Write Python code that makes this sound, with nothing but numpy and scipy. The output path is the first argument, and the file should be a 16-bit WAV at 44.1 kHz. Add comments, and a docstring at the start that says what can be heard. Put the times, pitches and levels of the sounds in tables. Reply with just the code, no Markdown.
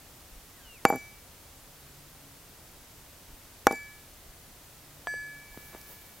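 """Soft outdoor hiss and a faint whine run throughout, with low bumps; first a far bird whistles, a falling sine.
A steel hammer then strikes a small rivet in a steel block on a tree stump, twice, with a spell of hum after each.
Each blow is a noise crack, damped block and wood modes and a beating hammer ring; the block bounces, the rivet rattles.
Last, the hammer is laid down with knocks and rings freely, and a sleeve rustles as swelling noise."""
import sys
import numpy as np
from scipy import signal
from scipy.fft import rfft, irfft
from scipy.io import wavfile

SR = 44100
rng = np.random.default_rng(int(sys.argv[2]) if len(sys.argv) > 2 else 0)


def wav_out(sig):
    """Save sig, one row per channel (or a flat mono array), as 16-bit PCM at SR to the path in sys.argv[1]."""
    wavfile.write(sys.argv[1], SR, np.round(np.clip(np.atleast_2d(sig).T, -1, 1) * 32767).astype(np.int16))


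N = 273420
T = np.arange(N) / SR

# Background air spectrum. Each row: frequency in Hz, relative density in dB per Hz.
AIR = [(12, -61), (20, -1.5), (95, -3.5), (113, -6.5), (145, -6.5), (209, -12), (284, -10.5), (317, -12.5),
       (386, -13.5), (637, -14), (996, -16.5), (2370, -20), (10100, -22), (13700, -21.5), (15800, -23.5)]
# Stereo width of the background. Each row: frequency in Hz, side filter gain in dB.
AIR_SIDE = [(60, -20), (200, -11), (700, -9.5), (2400, -5.5), (8000, -3.5), (15000, -5)]
# Sleeve strokes. Each row: loudest moment in seconds, half length in seconds, level in dB before its flutter.
RUSTLE = [(5.62, .1, -56.5), (5.908, .32, -55), (5.913, .035, -55.5)]
# Sleeve spectrum. Each row: frequency in Hz, relative density in dB per Hz.
SLEEVE = [(500, -7.5), (3000, -17), (9000, -16), (12000, -9.5), (13800, -6), (16000, -9.5)]
# Spells of faint hum. Each row: start in seconds, end in seconds, mean pitch in Hz, fundamental's level in dB.
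HUMS = [(1.82, 2.4, 142.3, -59.5), (4.82, 5.446, 144.2, -59)]
# Low bumps at the microphone. Each entry: loudest moment in seconds.
BUMPS = [.331, .375, 3.299, 3.339, 4.299, 5.519]
# Falling whistles of far birds. Each row: loudest moment in seconds, half length in seconds, level in dB,
# pitch curve as points of seconds and Hz.
WHISTLES = [(0.718, .082, -52.5, [(.6, 3350), (.68, 2900), (.75, 2700), (.81, 1850)]),
            (0.61, .07, -61, [(.57, 2020), (.605, 1630), (.72, 1400)])]
# Brief scuffs of metal and wood. Each row: loudest moment in seconds, half length in seconds, level in dB,
# centre in Hz, width in Hz.
SCUFFS = [(3.7135, .003, -47, 4500, 3000), (3.725, 0.0022, -40, 6000, 2000),
          (3.7255, 0.0022, -41, 11000, 4000), (5.745, 0.025, -51, 700, 1500),
          (5.8145, .0012, -46.5, 7000, 5000)]
# Hammer blows. Each row: start in seconds, thud in dB, contact in ms, crack in dB, rivet pitch in Hz,
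# rivet width in Hz, rivet level in dB, ring tilt in dB per octave, sideways share of the blow in dB.
BLOWS = [(0.8517, -1, 0.24, -12.5, 5300, 1280, -12.5, 0, -32),
         (3.6688, -2.2, 0.15, -12.5, 5800, 1200, -10.5, -5, -25)]
# The block's hops, one row per blow: first flight in seconds, first landing in dB, loss per bounce in dB,
# first contact in ms.
HOPS = [(0.0503, -8.5, 0.5, 0.61), (0.041, -8.5, 5, 0.76)]
# Block modes on its seat. Each row: frequency in Hz, relative level in dB, t60 in seconds.
BLOCK = [(253, -27, 0.051), (484, -16.5, 0.044), (642, -15.5, 0.042), (794.4, -6.5, 0.042),
         (896, -29.5, 0.077), (1086, -15, 0.04), (1420, -11, 0.018), (1686, -19.5, 0.049)]
# Dead thud of the wood under the block. Each row: frequency in Hz, relative level in dB, t60 in seconds.
THUD = [(379, 0.5, 0.0077), (1202, -7, 0.013), (1880, -14, 0.01)]
# Stump top where the hammer lands. 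Each row: frequency in Hz, relative level in dB, t60 in seconds.
WOOD = [(500, -31, 0.043), (700, -15, 0.065), (1030, 1.5, 0.005), (1340, -12, 0.0091), (3180, -6.5, 0.0086)]
# Dull knocks as things shift on the stump. Each row: start in seconds, level in dB, pitch in Hz.
KNOCKS = [(5.1398, -29, 500), (5.5445, -41, 890), (5.5748, -28, 160), (5.7488, -31.5, 380)]
# Loud rivet ticks also nudge the block. One row: level in dB, contact in ms.
NUDGE = (-22.5, 0.59)
# Crack spectrum. Each row: frequency in Hz, relative density in dB per Hz.
CRACK = [(1100, 2), (1700, 2), (2400, -1.5), (3200, 0.5), (4200, -14), (7000, -12), (7700, -16), (8500, -3),
         (11000, -6), (13000, -4), (14200, -21), (16000, -28)]
# The rivet's loudest ticks. Each row: start in seconds, level in dB, centre in Hz.
TICKS = [(.8846, -34, 10700), (0.889, -31, 11800), (.8996, -21, 12900), (.959, -27.5, 12400),
         (3.714, -34, 10300)]
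# Fainter rivet rattle after each blow. One row: delay in seconds, length in seconds, mean level in dB,
# middle pitch in Hz, width in Hz.
RATTLE = (0.04, 0.06, -41, 9500, 5000)
# Hammer modes. Each row: frequency in Hz, level in dB when struck on the face, level in dB when knocked on the side,
# t60 in seconds in the hand before the grip closes, t60 in seconds lying free, beat in Hz.
HAMMER = [(1710.6, -54, -30.5, 2.1, 1.66, 1.095), (2297, -31.5, -47, 0.85, 3.7, 0.11),
          (4705, -51, -51.5, 0.85, 1.6, 1.45), (5970, -52, -52.5, 2.3, 1.2, 1.14),
          (7192, -41, -63, 0.75, .6, 1.8), (7970, -63, -52, .6, 1.4, 1.4), (9700, -62, -79, .55, .6, 1),
          (11597, -63, -77, .9, .9, 1)]
# The hammer drops back with a glancing, bright touch. One row: start in seconds, sideways level in dB,
# face level in dB, ring tilt in dB per octave.
REBOUND = (3.7262, -16.5, -30, 11)
# The hammer is laid down. 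One row: start in seconds, knock in dB, ring in dB.
LAY_DOWN = (5.0715, -18.5, 0)
# The laid hammer settles and rings again softly. One row: start in seconds, ring in dB.
SETTLE = (5.5153, -22)

BUMP_DB, JOLT_DB, AIR_DB = -44, -33, -52.5
# each flight is this share of the last, down to the rocking period; each contact is this much longer
RESTITUTION, ROCK_S, SOFTENING = 0.462, 0.0075, 1.34
KNOCK_T60_S, KNOCK_CONTACT_MS = 0.012, 0.17
TICK_WIDTH_HZ = 1400
TOP_HZ = 15850


def undb(db):
    """Decibels to gain."""
    return 10 ** (np.asarray(db) / 20)


def fade(t, t60):
    """Exponential decay, 60 dB down after t60 seconds."""
    return np.exp(-np.log(1000) * t / t60)


def swell(s, half_s):
    """A smooth rise and fall around time s."""
    return np.exp(-((T - s) / half_s) ** 2)


def add(track, s, sound):
    """Mix a sound into the track at time s."""
    i = int(round(s * SR))
    track[i:i + len(sound)] += sound[:N - i]


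def colour(x, points):
    """Filter by a spectrum of (Hz, dB) points, joined on a logarithmic frequency axis."""
    hz, db = np.transpose(points)
    f = np.maximum(np.fft.rfftfreq(len(x), 1 / SR), 1)
    gain = undb(np.interp(np.log(f), np.log(hz), db))
    return irfft(rfft(x) * gain, len(x))


def noise(points, size):
    """Coloured noise of rms 1."""
    x = colour(rng.standard_normal(size), points)
    return x / x.std()


def resonance(hz, width_hz):
    """Spectrum points of one steep-sided peak."""
    f = np.geomspace(1000, SR / 2, 128)
    return np.column_stack([f, -20 * np.log10(1 + 2 * ((f - hz) / width_hz) ** 2)])


def air():
    """Steady outdoor air and hiss: independent coloured noise for mid and side."""
    return np.array([undb(AIR_DB) * noise(AIR, size=N) for _ in range(2)])


def sleeve():
    """Cloth strokes: mid and side noise under shared swells with a slow random flutter."""
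    strokes = sum(undb(db) * swell(s, half_s) for s, half_s, db in RUSTLE)
    flutter = undb(noise([(30, 5), (150, -46)], size=N))  # the noise is read in dB
    return np.array([strokes * flutter * noise(SLEEVE, size=N) for _ in range(2)])


def whine(whine_db=-72):
    """A faint high whine: noise in a very narrow band."""
    return undb(whine_db) * noise([(13400, -50), (13730, 0), (14060, -50)], size=N)


def background():
    """Air, sleeve and a central whine in stereo; the side signal is stronger in the treble than in the bass."""
    mid, side = air() + sleeve()
    mid = mid + whine()
    side = colour(side, AIR_SIDE)
    return np.array([mid + side, mid - side])


def hum(swell_s=.03, waver=0.0115):
    """Spells of unsteady hum: a fundamental with its second and fourth harmonics."""
    out = np.zeros(N)
    for start, end, hz, db in HUMS:
        pitch = hz * (1 + waver * noise([(5, 7), (30, -42.5)], size=N))
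        phase = 2 * np.pi * np.cumsum(pitch) / SR
        gate = np.clip(np.minimum(T - start, end - T) / swell_s, 0, 1)
        tone = np.sin(phase) + undb(-5.5) * np.sin(2 * phase) + undb(-11.5) * np.sin(4 * phase)
        out += undb(db) * gate * tone
    return out


def bumps(bump_hz=34, bump_s=0.012):
    """Soft bumps at the microphone: a low sine under a short swell."""
    return sum(undb(BUMP_DB) * swell(s, bump_s) * np.sin(2 * np.pi * bump_hz * (T - s)) for s in BUMPS)


def birds(waver=0.004):
    """Nearly pure whistles that swell and fade as they slide down."""
    out = np.zeros(N)
    for s, half_s, db, curve in WHISTLES:
        pitch = np.interp(T, *np.transpose(curve))
        pitch = pitch * (1 + waver * noise([(60, -4), (400, -36)], size=N))
        out += undb(db) * swell(s, half_s) * np.sin(2 * np.pi * np.cumsum(pitch) / SR)
    return out


def yard(x, near_db=-23, near_t60=0.18, far_db=-38, far_t60=.45):
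    """Ground and trees scatter a short, dull tail of two decays."""
    t = T[:SR // 2]
    dull = [(80, -3), (250, 3.5), (1500, -4), (4000, 2.5), (15000, -26)]
    envelope = np.zeros(len(t))
    for db, t60 in [(near_db, near_t60), (far_db, far_t60)]:
        decay = fade(t, t60)
        envelope += undb(db) * decay / np.linalg.norm(decay)
    return signal.fftconvolve(x, envelope * colour(rng.standard_normal(len(t)), dull))[:N]


def scuffs():
    """The rebounding hammer grazes the rivet; later, things scrape on the stump: brief swells of band noise."""
    out = np.zeros(N)
    for s, half_s, db, hz, width_hz in SCUFFS:
        out += undb(db) * swell(s, half_s) * noise(resonance(hz, width_hz), size=N)
    return out


def jolts(jolt_hz=90, jolt_t60=0.056):
    """A low jolt with each blow: a fast-fading sine."""
    out, t = np.zeros(N), T[:SR // 4]
    for s, *_ in BLOWS:
        add(out, s, undb(JOLT_DB) * fade(t, jolt_t60) * np.sin(2 * np.pi * jolt_hz * t))
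    return out


def strike(modes, contact_ms, scatter_db=0):
    """Damped modes pushed by a short contact; a longer contact sounds duller, and each spot favours other modes."""
    t = T[:SR // 4]
    spot = scatter_db * rng.standard_normal(len(modes))
    ring = np.zeros(len(t))
    for (hz, db, t60), extra in zip(modes, spot):
        ring += undb(db + extra) * fade(t, t60) * np.cos(2 * np.pi * hz * t)
    push = t * np.exp(-np.pi * t / (contact_ms / 1000))
    return signal.fftconvolve(ring, push / push.sum())[:len(t)]


def disperse(x, hz, width_hz):
    """All-pass: sound near one frequency leaves the wood a little later."""
    r = np.exp(-np.pi * width_hz / SR)
    a = [1, -2 * r * np.cos(2 * np.pi * hz / SR), r * r]
    return signal.lfilter(a[::-1], a, x)


def bounces(uneven_s=.0012, uneven_db=3.0, count=8):
    """The block lands ever sooner and softer until it only rocks, unevenly: (s, dB, contact ms) of each landing."""
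    k = np.arange(count)
    for (s, *_), (flight_s, db, loss_db, contact_ms) in zip(BLOWS, HOPS):
        flights = flight_s * RESTITUTION ** k
        rocking = flights < ROCK_S
        late, hard = rng.uniform(-1, 1, (count, 2)).T * rocking
        times = s + np.cumsum(np.maximum(flights, ROCK_S)) + uneven_s * late
        levels = db - loss_db * k + uneven_db * hard
        yield from zip(times, levels, contact_ms * SOFTENING ** k)


def stump(radiate_hz=180, absorb_hz=2500, bounce_thud_db=-6):
    """Blows and bounces drive the block into the stump; the hammer lands on the wood beside it."""
    block, wood = np.zeros(N), np.zeros(N)
    for s, thud_db, contact_ms, *_ in BLOWS:
        add(block, s, undb(thud_db) * strike(BLOCK + THUD, contact_ms))
    nudge_db, nudge_ms = NUDGE
    for s, *_ in TICKS:
        add(block, s, undb(nudge_db) * strike(BLOCK, nudge_ms))
    # light bounces ring the block but hardly press the wood
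    for s, db, contact_ms in bounces():
        ring = strike(BLOCK, contact_ms, scatter_db=3.5)
        thud = undb(bounce_thud_db) * strike(THUD, contact_ms)
        add(block, s, undb(db) * (ring + thud))
    s, knock_db, _ = LAY_DOWN
    add(wood, s, undb(knock_db) * strike(WOOD, contact_ms=0.25))
    for s, db, hz in KNOCKS:
        add(wood, s, strike([(hz, db, KNOCK_T60_S)], KNOCK_CONTACT_MS))
    # wood soaks up the block's treble, and a body this small radiates little bass
    block = signal.sosfilt(signal.butter(4, absorb_hz, fs=SR, output="sos"), block)
    radiation = signal.butter(2, radiate_hz, "high", fs=SR, output="sos")
    return signal.sosfilt(radiation, disperse(block, hz=1395, width_hz=280) + wood)


def rattle(scatter_db=3.0, spread_octaves=.25, count=4):
    """The loose rivet touches its hollow at uneven moments: (s, dB, centre Hz, width Hz) of each touch."""
    delay_s, length_s, db, hz, width_hz = RATTLE
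    for s, *_ in BLOWS:
        for k, (when, size, pitch) in enumerate(rng.uniform(-1, 1, (count, 3))):
            touch_s = s + delay_s + length_s * (k + .5 + when / 2) / count
            yield touch_s, db + scatter_db * size, hz * 2 ** (spread_octaves * pitch), width_hz


def rivet(crack_t60=0.0083, tick_t60=0.0056, rise_s=.0001):
    """The rivet cracks under each blow, at a higher pitch as it is squashed shorter, then rattles in its hollow."""
    out, t = np.zeros(N), T[:2048]
    onset = 1 - np.exp(-t / rise_s)
    for s, _, _, crack_db, hz, width_hz, rivet_db, *_ in BLOWS:
        crack = undb(crack_db) * noise(CRACK, size=len(t))
        body = undb(rivet_db) * noise(resonance(hz, width_hz), size=len(t))
        add(out, s, onset * fade(t, crack_t60) * (crack + body))
    ticks = [(*tick, TICK_WIDTH_HZ) for tick in TICKS]
    for s, db, hz, width_hz in ticks + list(rattle()):
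        tick = noise(resonance(hz, width_hz), size=len(t))
        add(out, s, undb(db) * onset * fade(t, tick_t60) * tick)
    return out


def hammer_mode(t, hz, t60, beat_hz):
    """A close pair of partials that beat slowly as they fade."""
    return fade(t, t60) * np.sin(2 * np.pi * hz * t) * np.cos(np.pi * beat_hz * t)


def hammer(grip_s=0.35):
    """The hammer rings after each blow until the grip closes on it, and much longer once laid down."""
    out, t = np.zeros(N), T[:2 * SR]
    lay_s, _, lay_db = LAY_DOWN
    rebound_s, graze_db, touch_db, touch_tilt_db = REBOUND
    for hz, face_db, side_db, held_t60, free_t60, beat_hz in HAMMER:
        held = hammer_mode(t, hz, held_t60, beat_hz) * np.exp(-(t / grip_s) ** 2)
        free = hammer_mode(t, hz, free_t60, beat_hz)
        octaves = np.log2(hz / HAMMER[1][0])  # the tilt pivots on the second mode
        for s, *_, tilt_db, sideways_db in BLOWS:
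            # a glancing blow also wakes the sideways modes
            size = undb(face_db + tilt_db * octaves) + undb(side_db + sideways_db)
            add(out, s, size * held)
        graze = undb(graze_db + side_db)
        touch = undb(touch_db + face_db + touch_tilt_db * octaves)
        add(out, rebound_s, (graze + touch) * held)
        for s, db in [(lay_s, lay_db), SETTLE]:
            add(out, s, undb(db + side_db) * free)
    return out


def scene():
    """The work, birds, hum and bumps sit in the centre of a wide background."""
    impacts = stump() + rivet() + scuffs()
    low_sounds = hum() + bumps() + jolts()
    return background() + low_sounds + birds() + yard(impacts) + impacts + hammer()


def record(dry):
    """The recorder rounds the highest peaks and cuts the top."""
    rounded = dry / (1 + (dry / .95) ** 4) ** .25
    return signal.sosfilt(signal.ellip(10, .1, 70, TOP_HZ, fs=SR, output="sos"), rounded)


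dry = scene()
out = record(dry)
wav_out(out)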